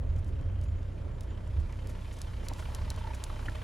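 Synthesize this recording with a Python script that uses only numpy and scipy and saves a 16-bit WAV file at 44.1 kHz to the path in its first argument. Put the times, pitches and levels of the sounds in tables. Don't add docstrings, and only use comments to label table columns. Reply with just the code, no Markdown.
import sys
import numpy as np
from scipy import signal
from scipy.fft import rfft, irfft, next_fast_len
from scipy.io import wavfile
from scipy.ndimage import uniform_filter1d, map_coordinates

SR = 44100
rng = np.random.default_rng(int(sys.argv[2]) if len(sys.argv) > 2 else 0)


def boost_factor(decibels):
    exponent = np.asarray(decibels, float) / 20
    return 10 ** exponent


def output_pcm(signal):
    pcm = np.clip(np.atleast_2d(signal).T, -1, 1) * 32767
    wavfile.write(sys.argv[1], SR, np.round(pcm).astype(np.int16))


N = 160083

# [t/s, clatter level/dB, road hiss level/dB]
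WINDOW = [
    (0.0, -61, -72.5),
    (1.21, -60, -72),
    (1.55, -57.5, -69),
    (1.8, -56.5, -66.5),
    (2.19, -54, -62),
    (2.48, -51.5, -65),
    (2.62, -51.5, -58.5),
    (2.94, -49.5, -63),
    (3.4, -50, -60),
    (3.63, -49.5, -61),
]
# [f/Hz, level/dB]
SHEEN_TONE = [(12000, -18), (12700, 0), (13400, -12), (14100, 9), (15500, 1), (15900, -8), (16100, -40),
              (16500, -70)]


def unit(x):
    return x / np.sqrt(np.mean(x ** 2) + 1e-20)


def along(points, hz):
    f, v = np.transpose(points)
    return np.interp(np.log(hz + 1), np.log(f + 1), v)


def curves(rows):
    s, *cols = np.transpose(rows)
    return [np.interp(np.arange(N) / SR, s, c) for c in cols]


def wobble(rate):
    knots = rng.standard_normal(int(N * rate / SR) + 4)
    return map_coordinates(knots, [np.arange(N) * rate / SR])


def filtered(x, response):
    m = next_fast_len(x.shape[-1] + 8192)
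    return irfft(rfft(x, m) * response(np.fft.rfftfreq(m, 1 / SR)), m)[..., :x.shape[-1]]


def resonances(rows):
    def response(f):
        total = 0
        for k, (centre, width, db) in enumerate(rows):
            ring = 1j * f * width / (centre * centre - f * f + 1j * f * width)
            total = total + (-1) ** k * boost_factor(db) * ring
        return total
    return response


def rush(spectrum, patchy_db):
    # [f/Hz, correlation]
    alike = [(60, 0.98), (130, 0.94), (290, 0.81), (640, 0.52), (1000, 0.31), (1700, 0.89), (2200, 1),
             (3000, 0.8), (4500, 0.88), (16000, 0.86)]
    z = signal.stft(rng.standard_normal((2, N)), nperseg=512)[2]
    patches = uniform_filter1d(rng.standard_normal(z.shape[1:]), 6, 0)
    patches = uniform_filter1d(patches, 10, 1)
    pair = signal.istft(z * boost_factor(patchy_db * unit(patches)), nperseg=512)[1][:, :N]

    def mid_side(hz):
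        turn = np.arccos(np.clip(along(alike, hz), -1, 1)) / 2
        return boost_factor(along(spectrum, hz)) * np.array([np.cos(turn), np.sin(turn)])

    mid, side = filtered(pair, mid_side)
    return unit(np.array([mid + side, mid - side]))


def firings(sizes_db, lag_s):
    # [t/s, firings per s]
    idle = [
        (0, 30.5),
        (1.25, 30.5),
        (1.45, 31.2),
        (3.63, 31.22),
    ]
    turns = np.cumsum(curves(idle)[0]) / SR
    loudest = turns[round((3.069 + lag_s) * SR)]
    number = np.floor(turns - loudest).astype(int)
    at = np.flatnonzero(np.diff(number)) + 1
    x = np.zeros(N)
    x[at] = boost_factor(sizes_db(number[at]))
    return x


def air():
    # [f/Hz, level/dB]
    hum_tone = [(59, -67), (100, -8), (123, -12.5), (329, -20.5), (491, -23.5), (545, -20), (768, -33),
                (1930, -41), (3500, -56), (4550, -86), (7700, -120)]
    # [t/s, level/dB]
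    hum_level = [
        (0.0, -52.5),
        (1.39, -52),
        (1.55, -52.5),
        (1.75, -55),
        (1.9, -53),
        (2.2, -55.5),
        (2.93, -54),
        (3.63, -55),
    ]
    # [f/Hz, level/dB]
    fan_tone = [(1500, -13), (2500, 4.5), (3020, -4), (3170, 13.5), (3330, -12), (7500, -3.5), (8300, -18),
                (11500, -75), (12500, -90)]
    # [f/Hz, level/dB]
    hiss_tone = [(1760, -5.5), (3000, -8.5), (3150, -12), (3520, -4.5), (7360, -10.5), (8420, -9.5),
                 (11300, -11.5), (12400, -16), (13000, -21), (13500, -60), (22000, -120)]
    hiss_db = curves(WINDOW)[1]
    hum = boost_factor(curves(hum_level)[0] + 5.5 + 0.7 * wobble(4.6)) * rush(hum_tone, patchy_db=1.0)
    fan = boost_factor(-75) * rush(fan_tone, patchy_db=-6.5)
    sheen_db = -73.5 + 1.9 * (hiss_db - hiss_db.max())
    sheen = boost_factor(sheen_db) * rush(SHEEN_TONE, patchy_db=0.0)
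    hiss = boost_factor(hiss_db + 0.2 * wobble(9.36)) * rush(hiss_tone, patchy_db=0.5)
    return hum + fan + sheen + hiss


def scuffs():
    # [t/s, length/s, level/dB]
    drags = [(0.172, 0.034, -64), (0.255, 0.056, -66), (0.622, 0.036, -62), (1.218, 0.036, -65),
             (1.59, 0.029, -65), (1.75, 0.055, -72), (1.883, 0.036, -55.5), (2.12, 0.032, -57),
             (2.165, 0.01, -55), (2.183, 0.013, -53), (2.427, 0.053, -57.5), (2.559, 0.075, -56),
             (2.976, 0.037, -59), (3.136, 0.03, -53.5), (3.446, 0.027, -57.5)]
    # [f/Hz, level/dB]
    grit_tone = [(1500, -1), (3500, -8.5), (6000, -4), (11000, -7), (12800, -14), (13400, -40),
                 (16000, -90)]
    t, hiss_db = np.arange(N) / SR, curves(WINDOW)[1]
    swell = np.zeros(N)
    for s, length, db in drags:
        half = length / 2
        swell += boost_factor(db) * np.exp(-2 * ((t - s - half) / half) ** 2)
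    grit = rng.standard_normal(N) * boost_factor(1.9 * wobble(350))
    body = unit(filtered(grit, lambda hz: boost_factor(along(grit_tone, hz))))
    airy = unit(filtered(grit, lambda hz: boost_factor(along(SHEEN_TONE, hz))))
    airy_db = -14 + 0.88 * (hiss_db - hiss_db.max())
    return swell * (body + boost_factor(airy_db) * airy)


def clicks():
    # [t/s, level over 8 ms/dB, tilt/dB per octave, hoof ring f/Hz, air above 12 kHz/dB]
    snaps = [(0.1627, -63.5, -3, 7000, -24), (0.2453, -64, 2, 3900, -25), (0.4123, -67, -6, 7450, -27),
             (0.6133, -61.5, -1, 4900, -4), (0.6374, -71, 2, 5500, -10), (0.8297, -65.5, -8, 2600, -17),
             (1.208, -54, -2, 3180, 2), (1.2336, -70, 0, 6800, -10), (1.475, -66.5, 2, 8000, -22),
             (1.725, -61.5, -2, 4900, -6), (1.872, -55, -3, 11300, 5), (2.1266, -65, 0, 7000, -2),
             (2.2162, -45, -0.5, 5300, -12), (2.461, -63, 0, 7500, -5), (2.485, -42.5, -1.5, 4500, -2),
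             (2.5356, -51, -3, 4970, 2), (2.7482, -43.5, -1, 6360, -5), (2.9026, -40.5, -2, 4350, -3),
             (2.9416, -63, -4, 6000, -7), (2.9615, -55, -2, 3700, -3), (3.147, -57.5, 2, 7500, 2),
             (3.2388, -40.5, -3, 7440, -6), (3.497, -58, -9, 7460, -8), (3.555, -63, 10, 7000, -5)]
    # [f/Hz, level/dB]
    snap_tone = [(2000, -18), (3000, -8), (3900, -2), (7500, -0.5), (11000, -2), (13000, -6), (15800, -12),
                 (16800, -47)]
    x, t = np.zeros(N + SR), np.arange(4096) / SR
    lead_in = 32
    crack_fall = boost_factor(-60 * t / 0.0078)
    road_tail = boost_factor(-20 - 60 * t / 0.048)
    shape = (crack_fall + road_tail) * (1 - np.exp(-t / 0.00035))
    for s, db, tilt_db, ring_hz, air_db in snaps:
        crack = shape * rng.standard_normal(len(t))
        crack[round(0.0005 * SR)] += boost_factor(9)
        crack = np.pad(crack, (lead_in, 0))
        own = np.sqrt(uniform_filter1d(np.abs(rfft(crack, 2 * 4096)) ** 2, size=300))
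        hoof = resonances([(ring_hz, 600, -0.5)])

        def tone(hz):
            tilt = tilt_db * np.clip(np.log2((hz + 1) / 6000), -1.3, 1)
            top = air_db * np.clip((hz - 11500) / 2500, 0, 1)
            even = np.interp(hz, np.linspace(0, SR / 2, len(own)), own)
            return boost_factor(along(snap_tone, hz) + tilt + top) * (1 + hoof(hz)) / even

        crack = filtered(crack, tone)
        x[round(s * SR) - lead_in:][:len(crack)] += boost_factor(db) * crack / np.std(crack[:353])
    return x[:N]


def knocks():
    fall_s = [2.5152, 3.3005, 3.4835, 2.431]
    # [level/dB, f/Hz, 60 dB decay/s, thud level/dB]
    hooves = [
        (-31, 784, .018, -1.5),
        (-35, 1170, 0.018, -7),
        (-27, 1790, 0.018, -10.5),
        (-45, 1120, 0.011, -19),
    ]
    modes = [(1.018, 3.5), (0.847, 0.0), (0.6, -13), (1.25, -28)]  # (pitch ratio, dB)
    x, t = np.zeros(N + SR), np.arange(1024) / SR
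    sag = 13
    bent = (1 - np.exp(-sag * t)) / sag
    for s, (db, hz, t60, thud_db) in zip(fall_s, hooves):
        ring = sum(boost_factor(level) * np.sin(2 * np.pi * hz * ratio * bent) for ratio, level in modes)
        thud = boost_factor(thud_db + 30 * t / t60) * np.sin(2 * np.pi * 290 * t)
        decay = boost_factor(db - 60 * t / t60) * (1 - np.exp(-t / 0.001))
        x[round(s * SR):][:len(t)] += decay * (ring + thud)
    return x[:N]


def taps():
    # [t/s, level/dB, f/Hz]
    panel_taps = [
        (2.974, -46, 1050),
        (3.009, -44, 920),
        (3.0445, -40, 900),
        (3.0695, -41, 890),
        (3.105, -40, 900),
    ]
    # [t/s, level/dB, f/Hz]
    block_knocks = [(2.334, -40, 1020), (2.431, -45, 1210), (2.515, -33, 850), (2.558, -40, 907),
                    (2.587, -44, 1070), (2.625, -39, 1350), (2.658, -43, 970), (2.686, -35, 703),
                    (2.719, -42, 1040), (2.751, -41, 1160), (2.786, -49, 915), (2.813, -38.5, 1030),
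                    (2.879, -38, 930), (2.91, -36.5, 880), (2.94, -38, 920), (2.973, -59, 969),
                    (3.262, -40, 960), (3.392, -40, 1310), (3.426, -42, 1600), (3.459, -40, 3030),
                   (3.52, -45, 890), (3.549, -45, 920), (3.565, -41, 1940), (3.613, -44, 1036),
                   (3.134, -38, 2490), (2.655, -41.5, 2900), (2.848, -45, 3090), (2.916, -43, 590),
                   (3.075, -39, 620)]
    x = np.zeros(N + SR)
    bursts = [(s, db, hz, 0.013) for s, db, hz in panel_taps]
    bursts += [(s, db - 7.5, hz, 0.0057) for s, db, hz in block_knocks]
    for s, db, hz, length in bursts:
        t = np.arange(round(length * SR)) / SR
        swell = np.abs(np.sin(np.pi * t / length)) ** 0.77
        ring = np.sin(2 * np.pi * hz * t) + 0.18 * np.sin(2 * np.pi * 1.4 * hz * t)
        x[round(s * SR):][:len(t)] += boost_factor(db) * swell * ring
    return x[:N]


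def panel(kicks):
    # [f/Hz, width/Hz, level/dB]
    panel_modes = [(895, 24, 0), (975, 22, -7), (600, 30, -6)]
    t = np.arange(N) / SR - 3.09
    passing = np.exp(-(t / np.where(t < 0, 0.22, 0.04)) ** 2)
    near = passing + 0.23 * boost_factor(curves(WINDOW)[0] + 51.5)
    struck = kicks * (rng.random(N) < 0.85)
    strikes = signal.fftconvolve(struck, np.hanning(24))[:N]
    ring = unit(filtered(np.gradient(strikes), resonances(panel_modes)))
    return boost_factor(-55.5 - 1.5 * np.array([[1], [-1]])) * near * ring


def clatter():
    cylinder_db = [1.5, -3, 1, -1, -2.5]
    # [f/Hz, level/dB]
    clatter_tone = [(240, -7.5), (400, -9), (594, -4), (773, -12), (982, -4.5), (1790, -13), (3180, -16.5),
                    (7000, -32.5), (9100, -52), (15400, -120)]
    # [f/Hz, width/Hz, level/dB]
    block_modes = [(620, 9.2, 13.5), (876, 35, 16), (976, 10, -4.5), (1270, 160, -2.5), (1350, 32, -1),
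                   (2400, 440, -51), (3100, 40, 9)]
    kicks = firings(lambda k: np.take(cylinder_db, k % 5) + 0.5 * rng.standard_normal(len(k)), 0)
    t = np.arange(4096) / SR
    burst = boost_factor(-60 * t / 0.07) * (1 - np.exp(-t / 0.0042))
    gate = signal.fftconvolve(kicks, burst)[:N]
    noise = rush(clatter_tone, patchy_db=1.8) * boost_factor(1.6 * wobble(160))
    noise = noise * (0.99 + unit(gate))
    ring = unit(filtered(noise, resonances(block_modes)))
    return panel(kicks) + boost_factor(curves(WINDOW)[0]) * unit(unit(noise) + 0.55 * ring)


def exhaust():
    # [f/Hz, width/Hz, level/dB]
    pipe_modes = [(34, 23.3, -1), (61.3, 13, 2), (89.7, 21.5, -0.5), (142, 45, -13.5)]
    # [t/s, level/dB]
    boom_level = [(0.0, -39.5), (0.15, -35.5), (0.4, -40.5), (0.55, -37), (0.7, -38), (0.95, -42.5),
                  (1.25, -43.5), (1.4, -46), (1.5, -44.5), (1.6, -34.5), (1.71, -52), (2.68, -47),
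                  (2.73, -43), (2.84, -44.5), (3.34, -46), (3.63, -47)]
    # [f/Hz, level/dB]
    boom_tone = [(12, -16), (20, 1), (84, 1.5), (101, -2), (119, -5.5), (250, -34), (320, -44), (550, -120)]
    # [f/Hz, width/Hz, level/dB]
    cabin_modes = [(74.14, 7.6, -5.5), (92.19, 1.76, 5), (50.2, 1.1, -21)]
    blows = firings(lambda k: 1.5 * rng.standard_normal(len(k)), -0.009)

    def pipe(f):
        return resonances(pipe_modes)(f) / (1 + 1j * f / 161) ** 3

    thumps = boost_factor(-38 + 0.49 * wobble(2.85)) * unit(filtered(-blows, pipe))
    boom_db = curves(boom_level)[0] + 5.5
    boom = unit(boost_factor(2.5 * wobble(9.3)) * rush(boom_tone, patchy_db=0))
    boom = unit(boom + 0.72 * unit(filtered(boom, resonances(cabin_modes))))
    return thumps + boost_factor(boom_db) * boom


def scene():
    reindeer = scuffs() + clicks() + knocks()
    engine = taps() + clatter() + exhaust()
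    return air() + reindeer + engine


def low_pass(x):
    return signal.sosfilt(signal.butter(12, 16970, fs=SR, output="sos"), x)


def record(dry):
    # [f/Hz, phase/rad]
    lead = [(60, 0), (150, .15), (600, 1.4), (1400, -.3), (2400, 0), (3100, .4), (5000, .3), (5500, 0),
            (7600, 0), (8100, 1.9), (9650, 1.5), (10400, 0), (11500, -.1), (12600, -3.1), (14300, -3.5),
            (15300, -6.3)]
    # [f/Hz, level/dB]
    balance = [(60, -1.8), (380, -1.1), (1400, -1), (3000, 0.5), (15000, 0.5)]

    def ports(hz):
        difference = boost_factor(along(balance, hz)) * np.exp(1j * along(lead, hz))
        halves = difference ** np.array([[.5], [-.5]])
        return halves * (hz > 22)

    return low_pass(filtered(dry, ports))


dry = scene()
out = record(dry)
output_pcm(out)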